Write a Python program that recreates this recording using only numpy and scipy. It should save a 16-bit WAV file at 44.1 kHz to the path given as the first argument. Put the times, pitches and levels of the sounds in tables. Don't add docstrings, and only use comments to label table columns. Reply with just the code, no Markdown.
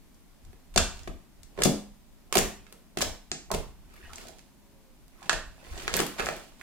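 import sys
import numpy as np
from scipy import signal
from scipy.fft import rfft, irfft, next_fast_len
from scipy.io import wavfile
from scipy.ndimage import uniform_filter1d

SR = 44100
rng = np.random.default_rng(int(sys.argv[2]) if len(sys.argv) > 2 else 0)


def generate_wav(sig):
    pcm = np.round(np.clip(np.atleast_2d(sig).T, -1, 1) * 32767).astype(np.int16)
    wavfile.write(sys.argv[1], SR, pcm)


N = 291942

# (t/s, body level at 1.8 kHz/dB per kHz, crack level at 5.5 kHz/dB per kHz,
#                 fall from crack to 12 kHz/dB, length/ms, left-right/dB)
FILM_TEARS = [(0.144, -70, -47.5, 6, 3.5, -2), (0.4497, -50, -44, 12, 3.1, -5.5),
              (0.5305, -39, -52, 2, 2.1, -5), (0.74, -32, -37.5, 7, 13, -7.5),
              (0.761, -12, -7.5, 16, 1.3, -4.5), (0.7748, -10.5, -6, 33, 3.1, 11),
              (0.778, -3, -1.5, 16.5, 1.1, -3), (0.7803, -18, -12, 8, 0.85, 11.5),
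              (0.992, -35, -34.5, 24, 2.9, -6), (1.033, -49, -35, 30, 1.3, 3.5),
              (1.075, -19.5, -39, 0, 2.8, 3), (1.0792, -29, -35, 23, 0.61, -8.5),
              (1.4323, -42.5, -35, 9, 1.6, 5), (1.576, -25, -44, 18, 1.3, -9.5),
              (1.5897, -17, -34, 22, 2.6, 2), (1.62, -6, -11, 14, 2.2, -1),
              (1.6348, -14.5, -2.5, 9.5, 4, -6), (1.6486, -13.5, -10, 7, 15, 8.5),
              (1.6564, -13, -17, 22, 0.61, -2.5), (2.3262, -10.5, -12, 6.5, 0.9, -4),
              (2.34, -15, -23, 1.5, 2.8, -12.5), (2.3538, -4.5, -8, 3, 4.5, -4.5),
              (2.3711, -1.5, -8, 4.5, 0.92, -3.5), (2.3797, -30, -2.5, 21, 4.1, 3),
              (2.387, -5, -18, -8, 0.61, 5.5), (2.666, -32.5, -45.5, 13, 2.7, -8),
              (2.7256, -32.5, -34.5, 1, 0.4, 1), (2.9724, -13, -20.5, 9, 1.9, -15),
              (2.9862, -23, -19, 10, 2.9, 3.5), (3.0078, -16, -22.5, -2, 4.4, -4.5),
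              (3.0149, -16, -13.5, 15, 0.6, 13), (3.0196, -10.5, -7.5, 22, 2.5, -5.5),
              (3.0241, -19, -22.5, -4, 0.64, 8.5), (3.3163, -14, -11.5, 29, 0.59, -1.5),
              (3.5156, -21, -15.5, 5, 0.36, -5), (3.5385, -19, -23.5, 6, 3.8, -9),
              (3.5456, -17.5, -22.5, 7, 2.7, 11), (3.9385, -47, -46, -3, 2.5, 4.5),
              (3.9641, -36, -49, -7, 1.4, -0.5), (4.1336, -27.5, -32, 8, 0.22, -8.5),
              (4.1581, -68, -24, 16, 0.67, 2.5), (4.1829, -23.5, -36, 2, 0.48, -4),
              (4.212, -33, -42, 4, 1.3, -1.5), (4.2704, -41, -35, 15, 0.49, -5),
              (4.2836, -37, -33, 7, 3.1, -12.5), (4.385, -42, -40, 10, 1.3, -5.5),
              (4.3927, -36.5, -39.5, 10, 0.36, -4.5), (5.0807, -57, -48, 0, 1.3, -5),
              (5.228, -29.5, -38.5, 12, 2.4, -11.5), (5.243, -36, -53, 11, 1.4, -5),
              (5.2617, -34, -47, 14, 2.4, -4), (5.2953, -2, -8, 20, 0.56, -7),
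              (5.3294, -12, -17, 12, 4.8, 4.5), (5.6417, -39, -49, 3, 1.5, -11),
              (5.6665, -29, -48, 12, 2.9, -3), (5.7147, -45, -39, 21, 3.8, -4.5),
              (5.7758, -27, -28.5, 25, 8.5, -6.5), (5.8, -27, -29, 33, 4.3, -1),
              (5.8795, -3.5, -17.5, 15, 0.64, -2), (5.8933, -22, -38, 25, 2.3, 8.5),
              (5.9304, -25, -29, 8, 2.1, 8.5), (5.94, -9, -11, 13, 0.35, -8),
              (5.9596, -22, -21, 16, 1.9, 7), (5.9671, -22, -14.5, -5.5, 0.73, -1.5),
              (5.9894, -9, -15.5, 10, 5.7, 6), (6.0016, -6.5, -12, 7, 2.5, -1),
              (6.0658, -24, -25.5, -3, 0.4, 4), (6.1836, -17, -30, 16, 8.9, -0.5),
              (6.1964, -10, -25, 21, 0.39, -14), (6.203, -5.5, -25, 20, 1.8, -4.5),
              (6.2597, -26, -21, 15, 0.87, 12), (6.2674, -7, -37, 9, 0.62, -1),
              (6.2873, -7, -24, 16, 1.7, -1.5), (6.3654, -35, -40, -4, 0.9, 6.5)]
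SNAP_BASS_DB = -5
LAG_MS_PER_DB = 0.1


def snaps():
    size = 1024
    out = np.zeros((2, N))
    t = np.arange(size) / SR
    hz = np.fft.rfftfreq(size, 1 / SR)
    shape = (len(FILM_TEARS), size)
    cracks = rng.standard_normal(shape) * gain_of(4.9 * rng.standard_normal(shape))
    for (s, body_db, crack_db, fall_db, length_ms, pan_db), crack in zip(FILM_TEARS, cracks):
        burst = rfft(crack * np.exp(-(1000 * t / length_ms) ** 2))
        whiten_db = -10 * np.log10(uniform_filter1d(abs(burst) ** 2, size=13) + 1e-9)
        low_db, top_db = body_db + SNAP_BASS_DB, crack_db - fall_db
        colour = [(250, low_db - 14), (800, low_db), (1800, body_db),
                  (3200, (body_db + crack_db) / 2 + 0.5), (5500, crack_db), (7500, crack_db),
                  (12000, top_db), (16000, top_db - 8)]
        per_khz_to_bin_db = 10 * np.log10(SR / 2000)
        gain_db = whiten_db + read(colour, hz) + per_khz_to_bin_db
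        add(out, s, irfft(burst * causal(gain_db, size)), pan_db, LAG_MS_PER_DB * pan_db)
    return out


# (t/s, level/dB, starting f/Hz, left-right/dB)
AIR_POCKETS = [(0.53, -44.5, 320, -3), (0.758, -12, 595, -1.5), (0.762, -17, 223, 13),
               (0.768, -20.5, 385, -6), (0.775, -11, 1440, -4), (0.778, -29, 180, 6), (0.785, -30, 396, 9),
               (1.073, -25, 310, 0), (1.074, -33, 1100, -2), (1.079, -38, 410, -2), (1.101, -48, 535, 3.5),
               (1.576, -27.5, 416, -8), (1.586, -18.5, 450, -7), (1.601, -25.5, 453, 9),
               (1.613, -19, 540, -8), (1.654, -4.5, 313, 3), (1.665, -14.5, 360, 2),
               (1.698, -25, 416, -1.5), (1.741, -27.5, 480, -1), (2.323, -18, 1120, -3),
               (2.323, -23.5, 484, -5), (2.353, -11.5, 754, 1), (2.357, -13.5, 326, -7),
               (2.362, -12.5, 390, -7), (2.368, -14, 427, -2.5), (2.377, -22.5, 233, 10),
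               (2.721, -43.5, 460, -14), (2.97, -18.5, 277, -7), (3.005, -20.5, 930, -5),
               (3.022, -21, 536, 9), (3.313, -33, 1280, 7), (3.315, -26, 296, -4), (3.502, -22, 980, -7),
               (3.51, -20, 510, -8), (3.515, -17, 940, -3), (3.519, -25, 171, 6), (3.541, -24.5, 301, 9),
               (3.546, -22, 395, -15), (3.571, -39, 363, 4), (4.128, -37, 790, -1), (4.185, -39, 400, -6),
               (4.251, -41, 523, 2.5), (4.29, -38, 765, -3), (5.218, -38, 805, -7), (5.262, -44, 860, -4),
               (5.293, -8.5, 1703, -3), (5.32, -36, 1500, 9), (5.361, -36, 217, 3),
               (5.876, -26.5, 420, -12), (5.935, -28.5, 690, -7), (5.938, -23, 230, -3),
               (5.971, -15.5, 1460, -3), (5.996, -13, 332, -5), (5.998, -17.5, 990, -3),
               (6.195, -19.5, 400, -10), (6.22, -27, 1390, 9), (6.266, -25.5, 510, -9),
               (6.285, -19.5, 614, -2), (6.61, -31, 1930, -15)]
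POP_T60_S, POP_SIZE_LAW = 0.014, 0.2


def pops():
    out, t = np.zeros((2, N)), np.arange(3000) / SR
    wobbles = uniform_filter1d(rng.standard_normal((len(AIR_POCKETS), len(t))), size=40)
    for (s, db, hz, pan_db), wobble in zip(AIR_POCKETS, wobbles):
        t60_s = POP_T60_S * (400 / hz) ** POP_SIZE_LAW
        turns = np.cumsum(hz * (1 + 0.21 * t / t60_s + 1.14 * wobble)) / SR
        overtone = min(120 / hz, 0.5)
        wave = np.sin(2 * np.pi * turns) + overtone * np.sin(4 * np.pi * turns)
        ring = wave * (1 - np.exp(-t / 0.00028)) * gain_of(db - 60 * t / t60_s)
        add(out, s + 0.002503, ring, pan_db, 0)
    return out


# (peak t/s, swell/s, fade/s, wet squelch level/dB, large bubble level/dB,
#                    fine bubble level/dB)
STRETCHES = [(0.47, .1, 0.36, -91, -78, -77), (0.97, 0.3, 0.26, -63, -60, -58.5),
             (1.611, 0.057, .03, -56.5, -45, -50), (1.7, 0.15, 0.088, -37.5, -72, -47),
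             (2.449, 0.12, .04, -37.5, -39, -68), (2.7, 0.2, 0.17, -64.5, -71, -71),
             (3.09, 0.18, 0.051, -44.5, -70, -66), (3.6, 0.11, 0.047, -45.5, -53, -58),
             (3.98, 0.21, 0.27, -70, -59.5, -67.5), (4.23, 0.36, 0.23, -52.5, -62, -52.5),
             (5.261, 0.15, 0.098, -52.5, -52.5, -55.5), (5.32, 0.021, 0.039, -31, -59, -63),
             (5.821, 0.36, 0.3, -47, -49, -47), (5.952, 0.037, 0.24, -37, -44, -38),
             (6.19, .02, 0.12, -41, -38, -42.5), (6.28, 0.21, 0.34, -51.5, -51, -47),
             (6.61, 0.046, 0.14, -55.5, -62, -56.5)]
# (low f/Hz, high f/Hz, decay/cycles, rate/per s)
BUBBLE_GRAINS = [(180, 913, 1.94, 400), (958, 3010, 12.3, 500), (2900, 9300, 0.8, 4000)]
STRETCH_EDGE_DB = 27.5


def crackle():
    out = np.zeros((2, N))
    moves = np.array([peak(s, 0, STRETCH_EDGE_DB / swell_s, STRETCH_EDGE_DB / fade_s)
                      for s, swell_s, fade_s, *_ in STRETCHES])
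    for column, (lo_hz, hi_hz, cycles, per_s) in enumerate(BUBBLE_GRAINS, 3):
        layer = np.zeros((2, N))
        size = gain_of(6.1 * np.minimum(rng.exponential(1, N), 3))
        hits = size * (rng.random(N) < per_s / SR) * rng.choice([-1, 1], N)
        pitch_index = rng.integers(0, 16, size=N)
        for k, hz in enumerate(np.geomspace(lo_hz, hi_hz, num=16)):
            turns = np.arange(int(4 * cycles * SR / hz)) * hz / SR
            grain = np.sin(2 * np.pi * turns) * np.exp(-2 * turns / cycles)
            grain /= np.linalg.norm(grain)
            train = signal.oaconvolve(hits * (pitch_index == k), grain)
            add(layer, 0.001, train, -3.0, rng.uniform(-0.25, 0.28))
        strength = gain_of(np.array(STRETCHES)[:, column]) @ moves
        out += evened(layer) * strength
    return out


# (start t/s, end t/s, start f/Hz, end f/Hz, level/dB)
FOLD_SQUEAKS = [(4.015, 4.078, 1780, 1910, -59), (4.03, 4.055, 1956, 3160, -59),
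                (4.04, 4.078, 2900, 2900, -64.5), (4.087, 4.118, 1290, 1275, -58.5)]


def squeaks():
    return whistles(FOLD_SQUEAKS, flutter_s=0.00216, steady=0.4)


# (f/Hz, relative level/dB, T60/s)
TABLE_MODES = [(154.5, 12, 0.23), (206, 5.5, 0.49), (254, 9.5, 0.25), (383.4, -6, 0.52), (451, 9, 0.094),
               (635, 6, 0.19), (772, 15, 0.088)]


def table(x):
    t = np.arange(SR // 2) / SR
    rings = np.zeros((2, len(t)))
    for ring, phase_step in zip(rings, (0, 0.3)):
        for k, (hz, db, t60_s) in enumerate(TABLE_MODES):
            ring += gain_of(db - 60 * t / t60_s) * np.sin(2 * np.pi * hz * t + phase_step * k)
    rings /= np.linalg.norm(rings[0])
    return signal.fftconvolve(x.mean(0)[None], rings, axes=1)[:, :N]


# (t/s, level/dB, hold/s)
HAND_LOADS = [(0.09, -67, 0.036), (0.47, -45, 0.025), (0.79, -27.5, .03), (0.95, -49, 0.079),
              (1.1, -38, .01), (1.38, -55, 0.077), (1.621, -39, 0.091), (1.9, -53.5, .02), (2.37, -40, .02),
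              (2.43, -34.5, 0.0072), (2.6, -57, .01), (3.02, -44, 0.033), (3.08, -40.5, 0.026),
              (3.3, -60, 0.1), (3.551, -34, 0.045), (3.68, -52, 0.017), (3.8, -56, 0.12), (4.04, -50, .07),
              (4.2, -55, 0.074), (5.03, -54, 0.0091), (5.35, -37.5, 0.024), (5.48, -46.5, .02),
              (5.719, -38.5, 0.027), (5.85, -47, 0.049), (5.94, -41.5, 0.068), (6.22, -42, .02),
              (6.33, -55, 0.058)]
# (f/Hz, relative level/dB)
SWAY_COLOUR = [(7.1, -51.5), (12, -7), (33, 3.5), (54, -5.5), (82, -4.5), (102, -24), (130, -17),
               (170, -20), (290, -120)]
PUSH_RISE_DB_PER_S, PUSH_FALL_DB_PER_S, REST_DB = 331, 193, -70.5


def push():
    sway = noise(SWAY_COLOUR, lambda hz: 0.5)
    local_power = uniform_filter1d((sway ** 2).mean(0), size=3000)
    sway /= np.sqrt(local_power + 0.1 * sway.var())
    load = sum(gain_of(db) * peak(s, hold_s, PUSH_RISE_DB_PER_S, PUSH_FALL_DB_PER_S)
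               for s, db, hold_s in HAND_LOADS)
    return (load + gain_of(REST_DB)) * sway


# (delay/ms, left level/dB, right level/dB)
NEAR_ECHOES = [(1.7, -4, -24.5), (2.8, -53, -10), (4.6, -28.5, -17.5)]


def near(x):
    out = np.zeros_like(x)
    for delay_ms, *db in NEAR_ECHOES:
        delay = round(delay_ms * SR / 1000)
        out[:, delay:] += gain_of(db)[:, None] * x[:, :-delay]
    return out


# (f/Hz, T60/s)
WALL_T60 = [(60, 0.41), (160, 0.13), (420, 0.35), (1100, 0.4), (2910, 0.41), (7680, 0.35)]
# (f/Hz, relative level/dB)
ECHO_COLOUR = [(100, -4.5), (400, 5), (1500, -0.5), (5000, 1.5), (9000, 2), (12000, 0), (15000, 2)]
# (f/Hz, likeness -1..1)
ECHO_LIKENESS = [(100, 0.93), (500, 0.17), (1500, 1), (3000, 0.84), (6000, -0.45)]


def room(x):
    taps = np.zeros((2, SR))
    at = np.arange(60, SR - 20, 20) + rng.integers(0, 20, (2, (SR - 61) // 20))
    np.put_along_axis(taps, at, rng.choice([-1., 1.], at.shape), 1)
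    hz, t, (left, other) = signal.stft(taps, SR, nperseg=128)
    same = np.clip(read(ECHO_LIKENESS, hz), -1, 1)[:, None]
    bands = np.array([left, same * left + np.sqrt(1 - same ** 2) * other])
    decay_db = -60 * t / read(WALL_T60, hz)[:, None] + read(ECHO_COLOUR, hz)[:, None]
    tail = signal.istft(bands * gain_of(decay_db), SR, nperseg=128)[1]
    tail /= np.linalg.norm(tail[0])
    heard = 0.8 * x + 0.2 * x[::-1]
    return signal.fftconvolve(heard, tail, axes=1)[:, :N]


# (f/Hz, relative level/dB)
HUSH_COLOUR = [(12, -37), (20, 2), (63, -12), (91, -17), (169, -12.5), (258, -13), (521, -29), (566, -24),
               (729, -26.5), (939, -27.5), (1240, -31), (15200, -38.5), (16500, -58)]
# (f/Hz, likeness -1..1)
HUSH_LIKENESS = [(60, -0.23), (240, 0.32), (950, 0.64), (3770, -0.029), (15000, 0.089)]
# (start t/s, end t/s, start f/Hz, end f/Hz, level/dB)
FAR_HUM = [(4.6, 5.0, 572, 510, -71.5), (4.6, 4.85, 953, 953, -75), (4.6, 4.9, 390, 450, -75.5)]
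HUSH_RMS_DB = -56.5


def hush():
    tone = evened(noise(HUSH_COLOUR, lambda hz: read(HUSH_LIKENESS, hz)))
    return gain_of(HUSH_RMS_DB) * tone + whistles(FAR_HUM, flutter_s=0.044, steady=3)


def whistles(rows, flutter_s, steady):
    out = np.zeros((2, N))
    for start, end, start_hz, end_hz, db in rows:
        hz = np.linspace(start_hz, end_hz, round((end - start) * SR))
        waver = evened(uniform_filter1d(rng.standard_normal(SR // 2), round(flutter_s * SR)))
        flutter = evened(steady + waver)[:len(hz)]
        tone = np.sqrt(2) * np.sin(2 * np.pi * np.cumsum(hz) / SR)
        fades = signal.windows.tukey(len(hz), 0.5)
        add(out, start, gain_of(db) * flutter * tone * fades, -2.5, 0)
    return out


def noise(colour, likeness):
    size = next_fast_len(N)
    hz = np.fft.rfftfreq(size, 1 / SR)
    a, b = rfft(rng.standard_normal((2, size)))
    same = np.clip(likeness(hz), -1, 1)
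    pair = np.array([a, same * a + np.sqrt(1 - same ** 2) * b])
    return irfft(pair * gain_of(read(colour, hz)), size)[:, :N]


def peak(s, hold_s, rise_db_per_s, fall_db_per_s):
    t = np.arange(N) / SR - s
    return gain_of(np.minimum(t * rise_db_per_s, 0) - np.maximum(t - hold_s, 0) * fall_db_per_s)


def add(mix, s, sound, pan_db, lag_ms):
    pan_db = np.clip(pan_db, -9, 9)
    for side, sign in zip(mix, (1, -1)):
        part = side[round((s + sign * lag_ms / 2000) * SR):][:len(sound)]
        part += gain_of(sign * pan_db / 2) * sound[:len(part)]


def causal(gain_db, size):
    cepstrum = irfft(gain_db * np.log(10) / 20, size)
    cepstrum[1:size // 2] *= 2
    cepstrum[size // 2 + 1:] = 0
    return np.exp(rfft(cepstrum))


def read(points, hz):
    f, value = np.transpose(points)
    return np.interp(np.log(hz + 1), np.log(f + 1), value)


def evened(x):
    return x / np.sqrt(np.mean(x ** 2) + 1e-20)


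def gain_of(db):
    return 10 ** (np.asarray(db) / 20)


def scene():
    popping = pops()
    slime = snaps() + popping + crackle() + squeaks()
    bass_cut = signal.butter(3, 125, "high", fs=SR, output="sos")
    slime = signal.sosfilt(bass_cut, slime)
    echoes = near(slime) + gain_of(0.5) * room(slime)
    return slime + echoes + gain_of(-15.5) * table(popping) + push() + hush()


def record(dry):
    lowpass = signal.firwin(511, 16000, window=("kaiser", 13), fs=SR)
    return signal.oaconvolve(dry, lowpass[None], "same")


dry = scene()
out = record(dry)
generate_wav(out)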